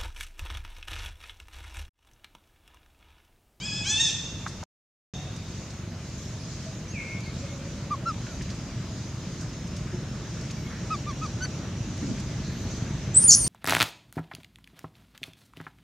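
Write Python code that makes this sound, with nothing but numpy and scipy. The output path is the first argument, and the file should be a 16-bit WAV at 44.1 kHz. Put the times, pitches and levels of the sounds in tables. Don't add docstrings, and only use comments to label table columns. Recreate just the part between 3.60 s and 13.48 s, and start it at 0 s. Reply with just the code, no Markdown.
import sys
import numpy as np
from scipy import signal
from scipy.fft import rfft, irfft, next_fast_len
from scipy.io import wavfile
from scipy.ndimage import uniform_filter1d, map_coordinates

SR = 44100
rng = np.random.default_rng(int(sys.argv[2]) if len(sys.argv) > 2 else 0)


def magnitude_from_level(level_db):
    exponent = np.asarray(level_db, float) / 20
    return 10 ** exponent


def put_to_file(sound):
    columns = np.atleast_2d(sound).T
    safe = np.clip(columns, -1, 1)
    whole_steps = np.round(safe * 32767)
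    wavfile.write(sys.argv[1], SR, whole_steps.astype(np.int16))


N = 435688

# [t/s, level/dB]
TRAFFIC = [(.8, -39.5), (1.85, -37.5), (2.34, -38.5), (3.3, -37), (4.85, -35), (5.68, -36), (6.43, -35),
           (9.5, -32)]
# [f/Hz, level/dB per Hz]
RUMBLE = [(27, -60), (42, -13), (54, -6), (70, -6), (96, 0.5), (129, 0), (189, -3.5), (205, -6), (258, -12),
          (355, -14), (398, -21.5), (500, -34.5), (650, -45), (1100, -120)]
MURMUR = [(260, -9), (450, -0.5), (649, -0.5), (717, -6), (1290, -6.5), (1550, -7.5), (4000, -12),
          (5200, -50), (8800, -120)]
INSECTS = [(2060, -17.5), (3500, -13), (4150, -5), (4990, -3.5), (5660, -3), (6550, 0), (7680, -11.5),
           (9500, -25), (12400, -56.5), (20900, -120)]
HISS = [(3000, -20), (7000, -10.5), (10000, 0), (15600, -9.5)]
# [f/Hz, coherence/1]
COHERENCE = [(40, 1), (200, 0.99), (400, 0.96), (900, 0.84), (2400, 0.79), (6000, 0.19), (15000, 0.2)]
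# [t/s, f/Hz, level/dB]
WHINE = [(4.4, 4680, -69), (5, 4800, -62), (6.5, 5335, -60), (7.6, 5690, -57.5), (8.5, 5870, -60.5),
         (9.88, 6230, -57)]
FIRING_HZ = 23.67
MURMUR_DB, MURMUR_FOLLOWS, INSECT_DB, INSECT_FOLLOWS = -46.5, 0.63, -49, .15

# [t/s, pitch f/Hz, level/dB]
SCREAMS = [
    [(0, 733, -42), (.03, 805, -36), (.06, 839, -32), (.108, 829, -34), (.13, 854, -34), (.17, 858, -33.5),
     (.2, 827, -32.5), (.245, 841, -37)],
    [(.244, 725, -36), (.276, 802, -27.5), (.315, 868, -22), (.35, 867, -26), (.392, 892, -24.5),
     (.407, 930, -18.5), (.436, 909, -26.5), (.478, 874, -25), (.502, 788, -32.5)],
]
# [f/Hz, level/dB]
FIRST_THROAT = [(800, -13.5), (1700, -6.5), (2550, 2.5), (3400, 5.5), (4200, -17), (4600, 1.5), (5100, 6.5),
                (5900, -20.5), (6800, -0.5), (7700, -6.5), (8600, -26.5), (12000, -63.5)]
SECOND_THROAT = [(880, -26), (1800, -15.5), (2700, -9.5), (3400, -7.5), (3750, 3.5), (4500, -16.5),
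                 (5400, -8.5), (6400, -4), (7300, -14), (8200, -20), (9500, -35), (13000, -58.5)]
# [f/Hz, level/dB per Hz]
BREATH = [(1500, -43), (2600, -5), (3700, -18.5), (4500, -3.5), (6400, -7), (8500, -13.5), (11000, -54.5)]
HOARSE, HOARSE_PER_DB, FULL_DB = .065, .004, -20
MOUTH_FOLLOWS, MOUTH_PITCH_HZ = 0.78, 904
# [f/Hz, t60/s]
REVERBERATION = [(500, 2.7), (2200, 0.78), (2450, 1.4), (2900, 1.2), (3720, 1.27), (4400, 1.3), (5500, 1.1),
                 (6500, 1.2), (10000, 0.6)]
# [start t/s, end t/s]
GAP = (1.039, 1.537)

# [t/s, level/dB, t60/s]
LEAF_TICKS = [(.872, -45.5, .11), (1.034, -39.5, .03), (1.76, -42, .04), (2.101, -45, .046),
              (3.603, -42, .03), (3.659, -45, .03), (4.818, -42, 0.053), (5.08, -50, .03),
              (5.807, -45.5, 0.085), (6.07, -47, .05), (6.163, -41.5, 0.05), (6.809, -41, 0.032),
              (6.908, -38, .036), (8.37, -47, 0.053), (8.598, -37, 0.031)]
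# [centre f/Hz, width/Hz]
LEAF = (6140, 3720)
# [t/s, level/dB, centre f/Hz]
TWIG_SNAPS = [(0.862, -27.5, 1308), (1.027, -34, 750), (4.665, -39, 2010), (4.808, -39, 2320),
              (4.889, -43, 2500), (6.899, -39, 2600), (7.842, -36, 1150), (7.85, -37, 1900),
              (8.574, -39, 1980)]
TWIG_WIDTH, TWIG_T60 = 0.77, 0.036
# [t/s, level/dB, centre f/Hz, width/Hz, t60/s]
BUMPS = [(8.419, -37, 250, 114, 0.37), (8.48, -30.5, 184, 97, 0.24), (3.63, -60, 4300, 900, 1.2),
         (.495, -42.5, 3700, 900, 0.17), (.495, -35, 6000, 1600, 0.11), (9.81, -56, 12800, 900, .6),
         (9.865, -35.5, 6200, 2500, .2), (1.54, -58, 3720, 34, 1.5), (3.8, -58.5, 557, 30, 7.1),
         (9.84, -36, 4570, 500, 0.091), (9.55, -47.5, 5500, 3000, 0.25), (8.83, -58.5, 4250, 890, 1.7),
         (4.898, -44.5, 5600, 3000, 0.099), (1.54, -56.5, 740, 70, 0.84), (7.1, -53.5, 1660, 970, 0.71)]
# [t/s, peak level/dB, f/Hz, time to fall by 30 dB/s]
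THUDS = [
    (3.061, -37.5, 644, 0.087),
    (6.326, -28.5, 353, 0.093),
]

# [level/dB, path of (t/s, f/Hz)]
WHISTLES = [
    (-76, [(2.465, 11370), (2.481, 11460), (2.51, 10860)]),
    (-73, [(2.56, 11100), (2.584, 11450), (2.636, 11560), (2.7, 10950), (2.734, 10470), (2.768, 10810), (2.83, 10430), (2.86, 9404)]),
    (-72, [(4.69, 10700), (4.704, 11240), (4.756, 11250), (4.774, 10980), (4.79, 9464)]),
    (-71, [(6.95, 11500), (6.988, 13380), (7.014, 13250), (7.06, 12350), (7.084, 10900), (7.135, 9765)]),
    (-70, [(8.895, 11200), (8.92, 12150), (8.99, 12780), (9.045, 12800), (9.065, 13400)]),
    (-78, [(9.06, 13300), (9.075, 13500), (9.11, 13600), (9.13, 14100), (9.15, 13200), (9.19, 11300), (9.23, 11000), (9.26, 9900)]),
]
FADE_DB = 9
# [t/s, f/Hz, level/dB]
BIRD = [(3.315, 2790, -60), (3.33, 2740, -52), (3.36, 2400, -39.5), (3.39, 2180, -40), (3.45, 2150, -46),
        (3.52, 2170, -42), (3.575, 2170, -44), (3.6, 2210, -71)]
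# [start t/s, length/s, from f/Hz, to f/Hz, level/dB]
FAINT_BIRDS = [(3.278, 0.023, 6040, 5800, -46), (3.292, 0.037, 6250, 6550, -45),
               (3.655, 0.06, 2150, 2170, -46), (3.72, .06, 3770, 3850, -56), (3.86, .09, 2160, 2180, -50.5),
               (6.962, .05, 2330, 2260, -56), (7.04, .06, 2230, 2140, -52), (7.099, .15, 1930, 1900, -58)]

# [start t/s, length/s, top pitch f/Hz, level/dB, overtone level/dB]
CHIRPS = [
    (4.303, 0.054, 1206, -26, -27),
    (4.452, 0.073, 1367, -26.5, -21.5),
    (4.669, 0.077, 1456, -50, -26),
    (7.298, 0.066, 1287, -27.5, -22.5),
    (7.461, .066, 1202, -34.5, -17),
    (7.611, .062, 1284, -33, -22),
]
# [t/s, pitch f/Hz, level/dB]
LAST_CHIRP = [(7.804, 1470, -50), (7.808, 1454, -42), (7.822, 1498, -33.5), (7.838, 1532, -36),
              (7.852, 1512, -38.5), (7.866, 1460, -56)]
LAST_OPEN_DB, LAST_OPENS_S = -7, 7.819
# [share of length/1, pitch ratio/1, level/dB]
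COO = [(0, .92, -25), (.13, .97, -4.5), (.26, 1.001, -1), (.5, .995, 0.1), (.7, .935, -3.5),
       (.87, 0.876, -8), (1, 0.92, -25)]
# [f/Hz, level/dB]
NEAR_THROAT = [(3300, -2), (3800, -1), (4600, 0), (6200, 2), (7700, -16), (9200, -22), (10800, -29),
               (12500, -36), (15500, -40)]
TURN_S = 6
# [second partial level/dB, late overtone swell/dB, overtones fading with effort/dB per dB]
BOUTS = [
    (-24, 7, 1.21),
    (-14, 8.5, .1),
]

# [t/s, f/Hz, level/dB]
SQUEAL = [
    [(9.542, 6880, -34), (9.551, 8130, -20.5), (9.561, 7820, -20.5), (9.571, 8060, -9.5),
     (9.588, 8490, -13.5), (9.6, 9080, -22), (9.615, 9170, -24), (9.63, 9000, -19), (9.638, 8850, -30)],
    [(9.637, 10200, -30), (9.641, 8910, -14), (9.65, 9250, -14.5), (9.675, 9280, -18), (9.69, 9150, -23.5),
     (9.706, 8830, -23.5), (9.725, 8400, -30.5)],
    [(9.745, 8540, -33.5), (9.755, 9360, -20), (9.769, 10260, -22.5), (9.808, 9030, -24),
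     (9.858, 8560, -26), (9.868, 9240, -32), (9.885, 9720, -23)],
]
# [t/s, f/Hz, level/dB]
UNDERTONE = [
    [(9.674, 7060, -45), (9.68, 6980, -17.5), (9.688, 6950, -14.5), (9.698, 6890, -7.5),
     (9.703, 6700, -11.5), (9.711, 6500, -9)],
    [(9.708, 6550, -13.5), (9.718, 6290, -13), (9.723, 5920, -15.5), (9.728, 4960, -21.5)],
    [(9.726, 7270, -18), (9.733, 7000, -17.5), (9.742, 6670, -20), (9.753, 6220, -19)],
]
# [times whistle/1, times second/1, level under the second/dB, swell/dB]
SIDEBANDS = [
    (2, -1, -24, -5),
    (-1, 2, -19, 9.5),
]
# [t/s, level/dB]
RASP = [(9.59, -50), (9.635, -36), (9.68, -49.5), (9.703, -32.5), (9.708, -18), (9.728, -20), (9.75, -19),
        (9.758, -42.5), (9.85, -41)]
# [f/Hz, width/Hz, level/dB]
RASP_MOUTH = [(4800, 1700, 3.5), (6500, 1900, 4.5), (9000, 2600, -1.5), (12050, 2000, -10),
              (14560, 2500, -20)]
# [t/s, peak level/dB]
BREAKS = [(9.7068, -7.5), (9.7098, 0), (9.7143, -8), (9.7163, -7.5), (9.7183, -6.5), (9.7235, -2.5),
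          (9.7255, -5), (9.7301, -11.5), (9.7312, -9.5), (9.732, -6.5), (9.7346, -7.5), (9.736, -8),
          (9.738, -2), (9.7418, -3.5), (9.7433, -5.5), (9.7483, -6), (9.7495, -6.5), (9.7518, -11.5)]
# [delay/s, level/dB, absorbed above f/Hz]
GROUND_ECHO = (.021, -15, 8500)


def noise(size):
    return np.random.default_rng(rng.integers(2 ** 31)).standard_normal(size)


def unit(x):
    return x / np.sqrt(np.mean(x ** 2) + 1e-20)


def along(points, hz):
    f, v = np.transpose(points)
    return np.interp(np.log(hz + 1), np.log(f + 1), v)


def span(rows):
    s, *cols = np.transpose(rows)
    start = int(s[0] * SR)
    t = np.arange(start, min(int(s[-1] * SR), N)) / SR
    edge = np.clip(np.minimum(t - s[0], s[-1] - t) / .002, 0, 1)
    return start, edge, [np.interp(t, s, c) for c in cols]


def wobble(rate, size=N):
    at = np.arange(0, size + 16, 16)
    knots = noise(int(size * rate / SR) + 4)
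    curve = map_coordinates(knots, [at * rate / SR], mode="nearest")
    return np.interp(np.arange(size), at, curve)


def filtered(x, response):
    size = x.shape[-1]
    m = next_fast_len(size + 8192)
    return irfft(rfft(x, m) * response(np.fft.rfftfreq(m, 1 / SR)), m)[..., :size]


def modes(table):
    def response(f):
        return sum((-1) ** k * magnitude_from_level(db) * 1j * f * w / (c * c - f * f + 1j * f * w)
                   for k, (c, w, db) in enumerate(table))
    return response


def phase(hz):
    return 2 * np.pi * np.cumsum(hz) / SR


def tone(tables, orders=((1, 0),), jitter=.002, shimmer_db=2):
    out = np.zeros(N)
    for rows in tables:
        start, edge, (hz, db) = span(rows)
        n = len(hz)
        turn = phase(uniform_filter1d(hz, size=90) * (1 + jitter * wobble(300, size=n)))
        wave = sum(magnitude_from_level(gain_db) * np.sin(k * turn) for k, gain_db in orders)
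        level = magnitude_from_level(db + shimmer_db * wobble(200, size=n))
        out[start:start + n] += np.sqrt(2) * edge * level * wave
    return out


def rush(spectrum, patchy_db):
    z = signal.stft(rng.standard_normal((2, N)), nperseg=512)[2]
    field = rng.standard_normal(z.shape[1:])
    field = uniform_filter1d(uniform_filter1d(field, 6, 0), 10, 1)
    pair = signal.istft(z * magnitude_from_level(patchy_db * unit(field)), nperseg=512)[1][:, :N]

    def response(hz):
        turn = np.arccos(np.clip(along(COHERENCE, hz), -1, 1 - 1 / 250)) / 2
        return magnitude_from_level(along(spectrum, hz)) * [np.cos(turn), np.sin(turn)]
    mid, side = filtered(pair, response)
    return unit(np.array([mid + side, mid - side]))


def engine():
    beat = np.cumsum(FIRING_HZ * (1 + 0.01202 * wobble(3))) / SR
    firings = (np.diff(np.floor(beat), prepend=0) > 0) * magnitude_from_level(2.99 * wobble(23))
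    exhaust = modes([(49, 22, -5.0), (120, 71, -1), (186, 96, -0.5), (315, 200, -8)])
    return unit(filtered(firings, lambda f: exhaust(f) / (1 + 1j * f / 454.0) ** 4))


def background():
    rumble_db = np.interp(np.arange(N) / SR, *np.transpose(TRAFFIC))
    swell_db = rumble_db - rumble_db.mean()
    gust = wobble(6.8)
    murmur_db = MURMUR_DB + MURMUR_FOLLOWS * swell_db + 0.11 * gust
    insect_db = INSECT_DB + INSECT_FOLLOWS * swell_db + 0.24 * wobble(1.54) + 1.63 * gust + 0.16 * wobble(15)
    low = magnitude_from_level(rumble_db) * (rush(RUMBLE, patchy_db=0.5) + magnitude_from_level(-6.0) * engine())
    murmur = magnitude_from_level(murmur_db) * rush(MURMUR, patchy_db=1.37)
    insects = magnitude_from_level(insect_db) * rush(INSECTS, patchy_db=1.6)
    hiss = magnitude_from_level(-69.0) * magnitude_from_level([[.6], [-.6]]) * rush(HISS, patchy_db=-1.5)
    return low + murmur + insects + hiss + tone([WHINE], jitter=0.0132, shimmer_db=4.0)


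def screams():
    out = np.zeros(N)
    for rows, throat, follows in zip(SCREAMS, (FIRST_THROAT, SECOND_THROAT), (0, MOUTH_FOLLOWS)):
        start, edge, (hz, db) = span(rows)
        n = len(hz)
        hoarse = np.clip(HOARSE + HOARSE_PER_DB * (FULL_DB - db), .03, .3)
        unsteady = 1 + .004 * wobble(120, size=n) + .006 * wobble(45, size=n)
        turn = phase(uniform_filter1d(hz, size=250) * unsteady)
        shifted_hz = hz * (MOUTH_PITCH_HZ / hz) ** follows
        wave = np.zeros(n)
        for k in range(1, 15):
            gain = magnitude_from_level(along(throat, k * (shifted_hz if k < 6 else hz)))
            flutter = magnitude_from_level(4 * wobble(70, size=n))
            scatter = 2.2 * hoarse * wobble(700, size=n)
            wave += gain * flutter * np.sin(k * turn + k * k + k / 5 * scatter)
        strength = np.sqrt(np.abs(uniform_filter1d(wave ** 2, size=2000)) + 1e-12)
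        breath = 2 * hoarse * unit(filtered(noise(n), lambda f: magnitude_from_level(along(BREATH, f))))
        out[start:start + n] += edge * magnitude_from_level(db - 1.5) * (wave / strength + breath)
    return out


def trees(x, stretch):
    hz, t, z = signal.stft(noise((2, 3 * SR // 2)), SR, nperseg=256)
    decay = magnitude_from_level(-60 * t / (stretch * along(REVERBERATION, hz)[:, None]))
    tail = signal.istft(z * decay, SR, nperseg=256)[1]
    tail = tail[0] + 0.52 * np.array([tail[1], -tail[1]])
    first, last = np.flatnonzero(x)[[0, -1]]
    wet = signal.fftconvolve(x[None, first:last + 1], tail / np.linalg.norm(tail[0]), axes=1)
    return np.pad(wet, ((0, 0), (first + 600, N)))[:, :N]


def leaves():
    out = np.zeros((2, N + SR))
    ticks = [(s, db, *LEAF, t60) for s, db, t60 in LEAF_TICKS]
    snaps = [(s, db, hz, TWIG_WIDTH * hz, TWIG_T60) for s, db, hz in TWIG_SNAPS]
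    for s, db, hz, width_hz, t60 in ticks + snaps + BUMPS:
        t = np.arange(int(SR * min(t60, .8))) / SR
        common, side = noise((2, len(t)))
        body = modes([(hz, width_hz, 0)])
        burst = filtered(common + 0.17 * side * [[1], [-1]], lambda f: (body(f) / (1 + 1j * f / 3200.0)) ** 2)
        start = round(s * SR)
        decay = magnitude_from_level(db + 9.5 - 60 * t / t60)
        out[:, start:start + len(t)] += unit(burst) * decay * (1 - np.exp(-t / 0.0064))
    t = np.arange(SR // 4) / SR
    for s, db, hz, t60 in THUDS:
        start = round(s * SR)
        swing = np.sin(2 * np.pi * hz * t) * (1 - np.exp(-t / 0.008))
        out[:, start:start + len(t)] += magnitude_from_level(db + 2.5 - 30 * t / t60) * swing
    return out[:, :N]


def whistles():
    glides = []
    for db, path in WHISTLES:
        ends = (path[0][0], path[-1][0])
        glides.append([(s, hz, db - FADE_DB * (s in ends)) for s, hz in path])
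    return tone(glides, shimmer_db=2.5)


def far_birds():
    notes = []
    for s, length, a, b, db in FAINT_BIRDS:
        notes.append([(s + u * length, a + u * (b - a), db - 9 * (2 * u - 1) ** 2)
                      for u in np.linspace(0, 1, num=5)])
    return tone(notes, jitter=0.0069, shimmer_db=1.0)


def birds():
    call = tone([BIRD], jitter=.0008, shimmer_db=.8)
    onset = tone([BIRD[:4]], jitter=.001, shimmer_db=1.5)
    return call + magnitude_from_level(3.0) * trees(onset, stretch=1.1) + magnitude_from_level(-6) * trees(call, stretch=0.71) + far_birds()


def chirps():
    out = np.zeros(N)
    calls = []
    for s, length, top_hz, db, open_db in CHIRPS:
        rows = [(s + u * length, ratio * top_hz, db + shape_db) for u, ratio, shape_db in COO]
        calls.append((rows, open_db))
    for rows, open_db in calls + [(LAST_CHIRP, LAST_OPEN_DB)]:
        start, edge, (hz, db) = span(rows)
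        n = len(hz)
        octave_db, late_db, fading = BOUTS[int(start > TURN_S * SR)]
        turn = phase(uniform_filter1d(hz, size=300))
        over = np.zeros(n)
        for k in range(3, 11):
            flutter = magnitude_from_level(4 * wobble(80, size=n))
            over += magnitude_from_level(along(NEAR_THROAT, k * hz)) * flutter * np.sin(k * turn + k * k)
        opening = magnitude_from_level(open_db + late_db * np.linspace(-1, 1, n) + fading * (db - db.max()))
        if rows is LAST_CHIRP:
            t = np.arange(start, start + n) / SR
            opening = opening * np.clip((t - LAST_OPENS_S) / .004, .1, 1)
        voice = np.sin(turn) + magnitude_from_level(octave_db) * np.sin(2 * turn) + opening * over
        out[start:start + n] += np.sqrt(2) * edge * magnitude_from_level(db) * voice
    return out


def combination_tones():
    second = UNDERTONE[0]
    whistle_t, whistle_f = np.transpose(SQUEAL[1])[:2]
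    s0, s1 = second[0][0], second[-1][0]
    mixed = []
    for a, b, under_db, swell_db in SIDEBANDS:
        mixed.append([(s, a * np.interp(s, whistle_t, whistle_f) + b * hz,
                       db + under_db + swell_db * (2 * (s - s0) / (s1 - s0) - 1)) for s, hz, db in second])
    return mixed


def rasp_and_slaps():
    mouth = modes(RASP_MOUTH)

    def throat(x):
        return filtered(x, lambda f: mouth(f) ** 2 * f ** 6 / (f ** 6 + 4700.0 ** 6))

    def slap(x):
        return filtered(throat(x), modes([(6400, 3000, 0)]))
    start, edge, (db,) = span(RASP)
    n = len(db)
    slaps = np.zeros(n)
    for s, peak_db in BREAKS:
        slaps[round(s * SR) - start] = magnitude_from_level(peak_db + 2.0)
    one_slap = np.abs(slap(np.eye(1, 2048)[0])).max()
    out = np.zeros(N)
    out[start:start + n] = edge * magnitude_from_level(db) * unit(throat(noise(n))) + slap(slaps) / one_slap
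    return out


def squeal():
    whistle = tone(SQUEAL, jitter=.002, shimmer_db=.8)
    second = tone(UNDERTONE[:1] + combination_tones(), jitter=.004, shimmer_db=1)
    breaking = tone(UNDERTONE[1:], jitter=.02, shimmer_db=3)
    return whistle + second + breaking + rasp_and_slaps()


def ground(x):
    delay_s, db, top_hz = GROUND_ECHO
    return filtered(x, lambda f: magnitude_from_level(db) * np.exp(-2j * np.pi * f * delay_s) / (1 + (f / top_hz) ** 20))


def lagged(x, samples, pan_db):
    side = np.array([[1], [-1]])
    return magnitude_from_level(pan_db / 2 * side) * filtered(x, lambda f: np.exp(1j * np.pi * f / SR * samples * side))


def scene():
    far = screams()
    echo = magnitude_from_level(-4.5) * trees(far, stretch=0.86)
    back, earlier = round(GAP[1] * SR), round(.9 * SR)
    echo[:, back:] = magnitude_from_level(-7.5) * echo[:, back - earlier:N - earlier]
    cry = squeal()
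    cry = cry + ground(cry)
    infant = lagged(cry, samples=0.51, pan_db=-0.2) + magnitude_from_level(-19.0) * trees(cry, stretch=.55) + chirps() + whistles()
    return background() + far * magnitude_from_level([[.3], [-.3]]) + echo + leaves() + birds() + infant


def band_limit(x):
    return signal.sosfilt(signal.butter(12, 15730, fs=SR, output="sos"), x)


def record(dry):
    t = np.arange(N) / SR
    silent = (t > GAP[0]) & (t < GAP[1])
    smear = magnitude_from_level(-24 - 1200 * np.abs(t - GAP[0])) * (t < GAP[0] + .016)
    held = dry / (1 + np.abs(dry / .8) ** 4) ** (1 / 4)
    return band_limit(held * np.where(silent, smear, 1))


dry = scene()
out = record(dry)
put_to_file(out)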